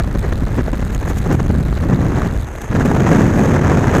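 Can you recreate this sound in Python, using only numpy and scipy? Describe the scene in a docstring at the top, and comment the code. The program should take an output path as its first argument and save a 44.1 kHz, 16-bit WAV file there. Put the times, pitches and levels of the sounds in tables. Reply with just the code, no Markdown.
"""Wind under an opening parachute

In open air below the canopy, wind tearing straight at a camera microphone. Slow heavy buffets, faster
eddies and a ragged rush press on the capsule; overhead the cloth flaps in bursts and the rigging ticks.
After a short lull the air hits harder and brighter. The biggest buffets pin the capsule at its limit:
the sound chokes for a few milliseconds and returns with a tick."""
import sys
import numpy as np
from scipy import signal
from scipy.fft import rfft, irfft
from scipy.io import wavfile
from scipy.ndimage import uniform_filter1d, minimum_filter1d, map_coordinates

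SR = 44100
rng = np.random.default_rng(int(sys.argv[2]) if len(sys.argv) > 2 else 0)


def dump_mix(stems):
    """Bounce the given channels to the path in sys.argv[1] as a 16-bit WAV at rate SR."""
    frames = np.atleast_2d(stems).T  # one column per channel
    limited = np.clip(frames, -1, 1)  # hard clip at full scale
    pcm = np.round(limited * 32767).astype(np.int16)
    wavfile.write(sys.argv[1], SR, pcm)


N = 176400

# air pressure at the capsule: time_s, buffet_db, eddy_db, rush_db, hiss_db
AIR_LEVELS = [(0,-5.5,-16,-31,-61), (0.452,-2.5,-16.5,-31.5,-60), (0.901,-5.5,-16,-31,-53),
              (1.201,-3.5,-17,-29,-51), (1.332,-4.5,-12,-34,-47.5), (1.522,-5.5,-11,-30.5,-56),
              (1.749,-2.5,-15,-32.5,-60), (1.93,-8.5,-10,-27,-55), (2.25,-7.5,-12,-22,-48),
              (2.378,-6,-15,-33,-52.5), (2.521,-17,-25,-31,-48.5), (2.68,-17,-24,-33,-48),
              (2.708,-10.5,-12.5,-25,-58), (2.8,-6.5,-9,-19,-44), (3.002,-13,-8.5,-19,-45),
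              (3.2,-10.5,-5,-14.5,-38), (3.29,-7.5,-8,-19,-44.5), (3.479,-13,-8,-16,-39),
              (3.579,-15,-8,-18,-47), (3.719,-12.5,-8,-17,-45.5), (4.0,-10,-9,-15,-41)]
# spectra of the wind's four layers, low to high: frequency_hz, relative_db
BUFFET_SPECTRUM = [(10, -19), (20, -2.5), (28, 2), (40, 0.5), (58, -3.5), (85, -13), (160, -39.5)]
EDDY_SPECTRUM = [(40, -18), (70, 2.5), (115, -1), (180, -5.5), (270, -13), (420, -24.5), (800, -39)]
RUSH_SPECTRUM = [(130, 0), (250, 1), (380, 0.5), (550, -3.5), (950, -9), (1750, -13), (2300, -21.5),
                 (3200, -30.5), (4500, -38.5), (6500, -30), (12000, -62)]
HISS_SPECTRUM = [(2000, -3), (3300, -8), (5300, -17.5), (5950, -6), (6450, 5.5), (7200, -5), (7900, -5),
                 (9000, -15), (11000, -11), (13200, -13), (15500, -28)]
# spectra of the recorder's overload ticks and the fizz under them: frequency_hz, relative_db
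OVERLOAD_TICK_SPECTRUM = [(2000, -8), (3000, -4), (3950, 6), (5200, -9), (7000, -6), (8200, -3.5),
                          (10000, -10.5), (12400, -8), (15500, -14)]
FIZZ_SPECTRUM = [(2000, -3), (4000, 3), (6000, -6.5), (9000, -21.5), (13000, -7), (16000, -10)]
# spectra of the cloth's rustle, a flap's thump and a rigging tick: frequency_hz, relative_db
RUSTLE_SPECTRUM = [(120, 6), (300, 5.5), (900, -3.5), (1700, 3), (3000, -11), (5000, -29.5), (7500, -19),
                   (9000, -25), (11000, -20), (13200, -28.5), (15500, -30)]
THUMP_SPECTRUM = [(60, 5), (130, 4.5), (220, -7), (380, -11.5), (700, -33)]
RIGGING_SPECTRUM = [(1500, 1), (3800, -7), (5000, -13), (6700, 0), (9000, -12.5), (13000, -10),
                    (16000, -18)]
# canopy flaps: snap_s, crack_db, thump_db, rise_s
CANOPY_FLAPS = [(.01,-20,-13.5,.025), (0.079,-21.5,-18,0.005), (0.159,-20.5,-10,0.012),
                (0.253,-22.5,-13,0.028), (.33,-14.5,-4,0.0084), (.426,-28,-5.5,0.0041),
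                (.473,-21,-13,0.0057), (0.558,-23,-13.5,0.0067), (0.593,-21,-1.5,0.018),
                (0.613,-19.5,-16,0.026), (0.664,-29,-16,0.0041), (0.683,-21,-10,0.0071),
                (.736,-17.5,-10.5,0.0066), (0.746,-19.5,-15,0.004), (0.798,-21.5,-8,0.0076),
                (.829,-18,-20,0.007), (1.037,-22.5,-17,0.016), (1.08,-18.5,-16.5,0.0078),
                (1.115,-19,-14,0.018), (1.205,-30,-14,0.0049), (1.27,-20.5,-17,0.023),
                (1.316,-14,-4,0.0035), (1.33,-17,-6.5,0.039), (1.354,-17,-1.5,0.014),
                (1.406,-15.5,-16,0.013), (1.507,-18.5,-1,0.011), (1.554,-23,-2,0.005), (1.692,-22,-9,0.012),
                (1.729,-18.5,-18,0.0054), (1.779,-18,-16,0.0054), (1.842,-20.5,-20,0.017),
                (1.896,-20.5,-10,0.0096), (1.94,-18.5,-6,0.021), (1.993,-24,-12,0.0039),
                (2.032,-22,-19,0.0082), (2.182,-22,-13,0.016), (2.349,-20,-9,.007),
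                (2.759,-14.5,-12,0.0046), (3.07,-12.5,-19,0.011), (3.125,-20,-17,0.011)]
# rigging ticks and scrapes: peak_s, level_db, rise_s, decay_s
RIGGING_TICKS = [(0.192, -27.5, .001, 0.0016), (0.93, -41, 0.0056, 0.015), (0.9486, -25, .001, 0.0015),
                 (1.099, -32.5, 0.014, 0.0086), (1.188, -31, 0.014, 0.004), (1.3245, -31, .001, 0.012),
                 (2.6176, -28.5, 0.0011, 0.0035), (2.858, -32.5, .004, 0.0076),
                 (3.942, -29, 0.00083, 0.0024), (3.9666, -27.5, .001, 0.0024)]

EDDY_SPEEDUP = .35  # dB of eddy frequency per dB of eddy level
SWIRL_DB, FLUTTER_DB = 1.9, 1.3  # how far the rush moves with the buffets and by chance
FLAP_SHELTER = 5.7  # how strongly a flap pushes the slow buffet aside
SUCTION, SUCTION_S, SUCTION_LAG_S = 0.51, .005, 0.0025  # pull of air that follows each flap
OVERLOAD_TICK_AT = .3  # a buffet falling back through this size sets off a tick
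CAPSULE_LIMIT, STICK_AT = 1.027, 1.08  # pressures where the capsule tops out and sticks
LOW_CUT_HZ, TOP_CUT_HZ = 183.5, 15400  # the camera's wind filter and upper limit


def undb(db):
    """Decibels to gain."""
    return 10 ** (np.asarray(db) / 20)


def noise(spectrum):
    """Noise of unit rms with the given spectrum, falling steeply beyond its ends."""
    hz, db = np.array(spectrum, float).T
    log_f = np.log(np.maximum(np.arange(N // 2 + 1) * SR / N, 1))
    outside = np.maximum(np.log(hz[0]) - log_f, 0) + np.maximum(log_f - np.log(hz[-1]), 0)
    gain = undb(np.interp(log_f, np.log(hz), db)) * np.exp(-2 * outside)
    y = irfft(rfft(rng.standard_normal(N)) * gain, N)
    return y / y.std()


def drift(rate_hz):
    """Smooth random motion of unit spread, changing about rate_hz times a second."""
    f = np.arange(N // 2 + 1) * SR / N
    y = irfft(rfft(rng.standard_normal(N)) * np.exp(-(f / rate_hz) ** 2), N)
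    return y / y.std()


def steady(x, span_s):
    """The same motion with its rms held near one over the span."""
    size = max(int(span_s * SR), 2)
    return x / np.sqrt(uniform_filter1d(uniform_filter1d(x ** 2, size), size) + 1e-9)


def eddies(strength):
    """Eddies pass the microphone, quicker and so higher in stronger air."""
    speed = (strength / strength.mean()) ** EDDY_SPEEDUP
    passing = map_coordinates(noise(EDDY_SPECTRUM), [np.cumsum(speed)], mode="wrap")
    return strength * steady(passing, 0.059)


def spurts(per_second=200, rise_s=0.0018):
    """Random spurts of air that build up and break off; zero mean, unit spread."""
    kicks = (rng.random(N) < per_second / SR) * (.5 + rng.random(N))
    swells = signal.lfilter([1], [1, -np.exp(-1 / (rise_s * SR))], kicks)[::-1]
    swells = uniform_filter1d(uniform_filter1d(swells, size=14), size=9)
    return (swells - swells.mean()) / swells.std()


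def overload_ticks(buffets, strength, decay_s=0.00064, tick_db=-30, fizz_db=-51.5):
    """The overloaded recorder gives a short buzzy tick as each big swing falls back, over fine fizz."""
    beyond = np.abs(buffets) > OVERLOAD_TICK_AT
    falls_back = np.roll(beyond, 1) & ~beyond
    kicks = falls_back * undb(2 * rng.standard_normal(N))
    bursts = signal.lfilter([1], [1, -np.exp(-1 / (decay_s * SR))], kicks)
    ticks = undb(tick_db) * uniform_filter1d(bursts, size=44) * noise(OVERLOAD_TICK_SPECTRUM)
    fizz = undb(fizz_db) * strength * noise(FIZZ_SPECTRUM) * undb(0.84 * drift(98))
    return ticks + fizz


def wind(t, cracks, suction):
    """Buffets and eddies right on the capsule; the rush and hiss riding on them come in ragged spurts."""
    time_s, *levels_db = np.array(AIR_LEVELS, float).T
    buffet_gain, eddy_gain, rush_gain, hiss_gain = (undb(np.interp(t, time_s, db)) for db in levels_db)
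    slow_swing = steady(noise(BUFFET_SPECTRUM), 0.14)
    sheltered = buffet_gain * slow_swing / (1 + FLAP_SHELTER * cracks)
    buffets = sheltered * (1 - np.minimum(suction, 1)) - SUCTION * suction
    swirls = eddies(eddy_gain)
    ragged = spurts()
    waver_db = FLUTTER_DB * drift(28) + SWIRL_DB * np.tanh(-slow_swing)
    ticks = overload_ticks(buffets, buffet_gain)
    rush = rush_gain * steady(noise(RUSH_SPECTRUM), 0.013) * (1 + 0.41 * ragged)
    hiss = hiss_gain * noise(HISS_SPECTRUM) * (1 + 0.42 * ragged)
    return buffets + ticks + swirls * undb(1.05 * waver_db) + (rush + hiss) * undb(waver_db)


def cloth_rustle(level_db=-40.5):
    """Air rustles steadily through the cloth and lines."""
    return undb(level_db + 0.5 * drift(34)) * noise(RUSTLE_SPECTRUM)


def flap_envelopes(t, end_s=0.0013):
    """Strength of crack, thump and suction: each flap builds up, snaps, then pulls air after it."""
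    cracks = thumps = suction = 0
    for snap_s, crack_db, thump_db, rise_s in CANOPY_FLAPS:
        shape = np.exp(-((t - snap_s) / np.where(t < snap_s, rise_s, end_s)) ** 2)
        cracks += undb(crack_db) * shape
        thumps += undb(thump_db) * shape
        suction += np.exp(-((t - snap_s - SUCTION_LAG_S) / SUCTION_S) ** 2)
    return cracks, thumps, suction


def canopy_flaps(cracks, thumps):
    """Each flap of the cloth overhead is a burst of rush over a thump of air."""
    return cracks * steady(noise(RUSH_SPECTRUM), 0.021) + thumps * steady(noise(THUMP_SPECTRUM), 0.045)


def rigging(t):
    """Small bright ticks and scrapes of lines and buckles."""
    strikes = 0
    for peak_s, level_db, rise_s, decay_s in RIGGING_TICKS:
        strikes += undb(level_db) * np.exp(-np.abs(t - peak_s) / np.where(t < peak_s, rise_s, decay_s))
    return strikes * noise(RIGGING_SPECTRUM)


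def overload(x, limit, hardness=12):
    """Swings near the limit are rounded off by a gain that moves smoothly."""
    gain = (1 + np.abs(x / limit) ** (2 * hardness)) ** (-.5 / hardness)
    gain = minimum_filter1d(gain, size=15)
    for size in (19, 13, 9):
        gain = uniform_filter1d(gain, size)
    return x * gain


def capsule_swing(pressure, stick_s=0.0049):
    """The capsule rounds off big swings and sticks at its limit under a sustained push."""
    pinned = np.abs(uniform_filter1d(pressure, int(stick_s * SR))) > STICK_AT
    held = uniform_filter1d(uniform_filter1d(pinned * 1., size=40), size=25)
    return (1 - held) * overload(pressure, CAPSULE_LIMIT) + held * np.sign(pressure) * CAPSULE_LIMIT


def scene():
    """Wind, cloth and rigging at the microphone, below the canopy."""
    t = np.arange(N) / SR
    cracks, thumps, suction = flap_envelopes(t)
    return (wind(t, cracks, suction) + cloth_rustle() + canopy_flaps(cracks, thumps) + rigging(t))[None]


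def record(dry):
    """The camera's mono microphone: capsule, wind filter, overload, then the top cut."""
    wind_filter = signal.butter(1, LOW_CUT_HZ, "high", fs=SR)
    top_cut = signal.ellip(8, .2, 70, TOP_CUT_HZ, fs=SR, output="sos")
    thinned = signal.lfilter(*wind_filter, capsule_swing(dry[0]))
    return signal.sosfilt(top_cut, overload(thinned, limit=1))[None]


dry = scene()
out = record(dry)
dump_mix(out)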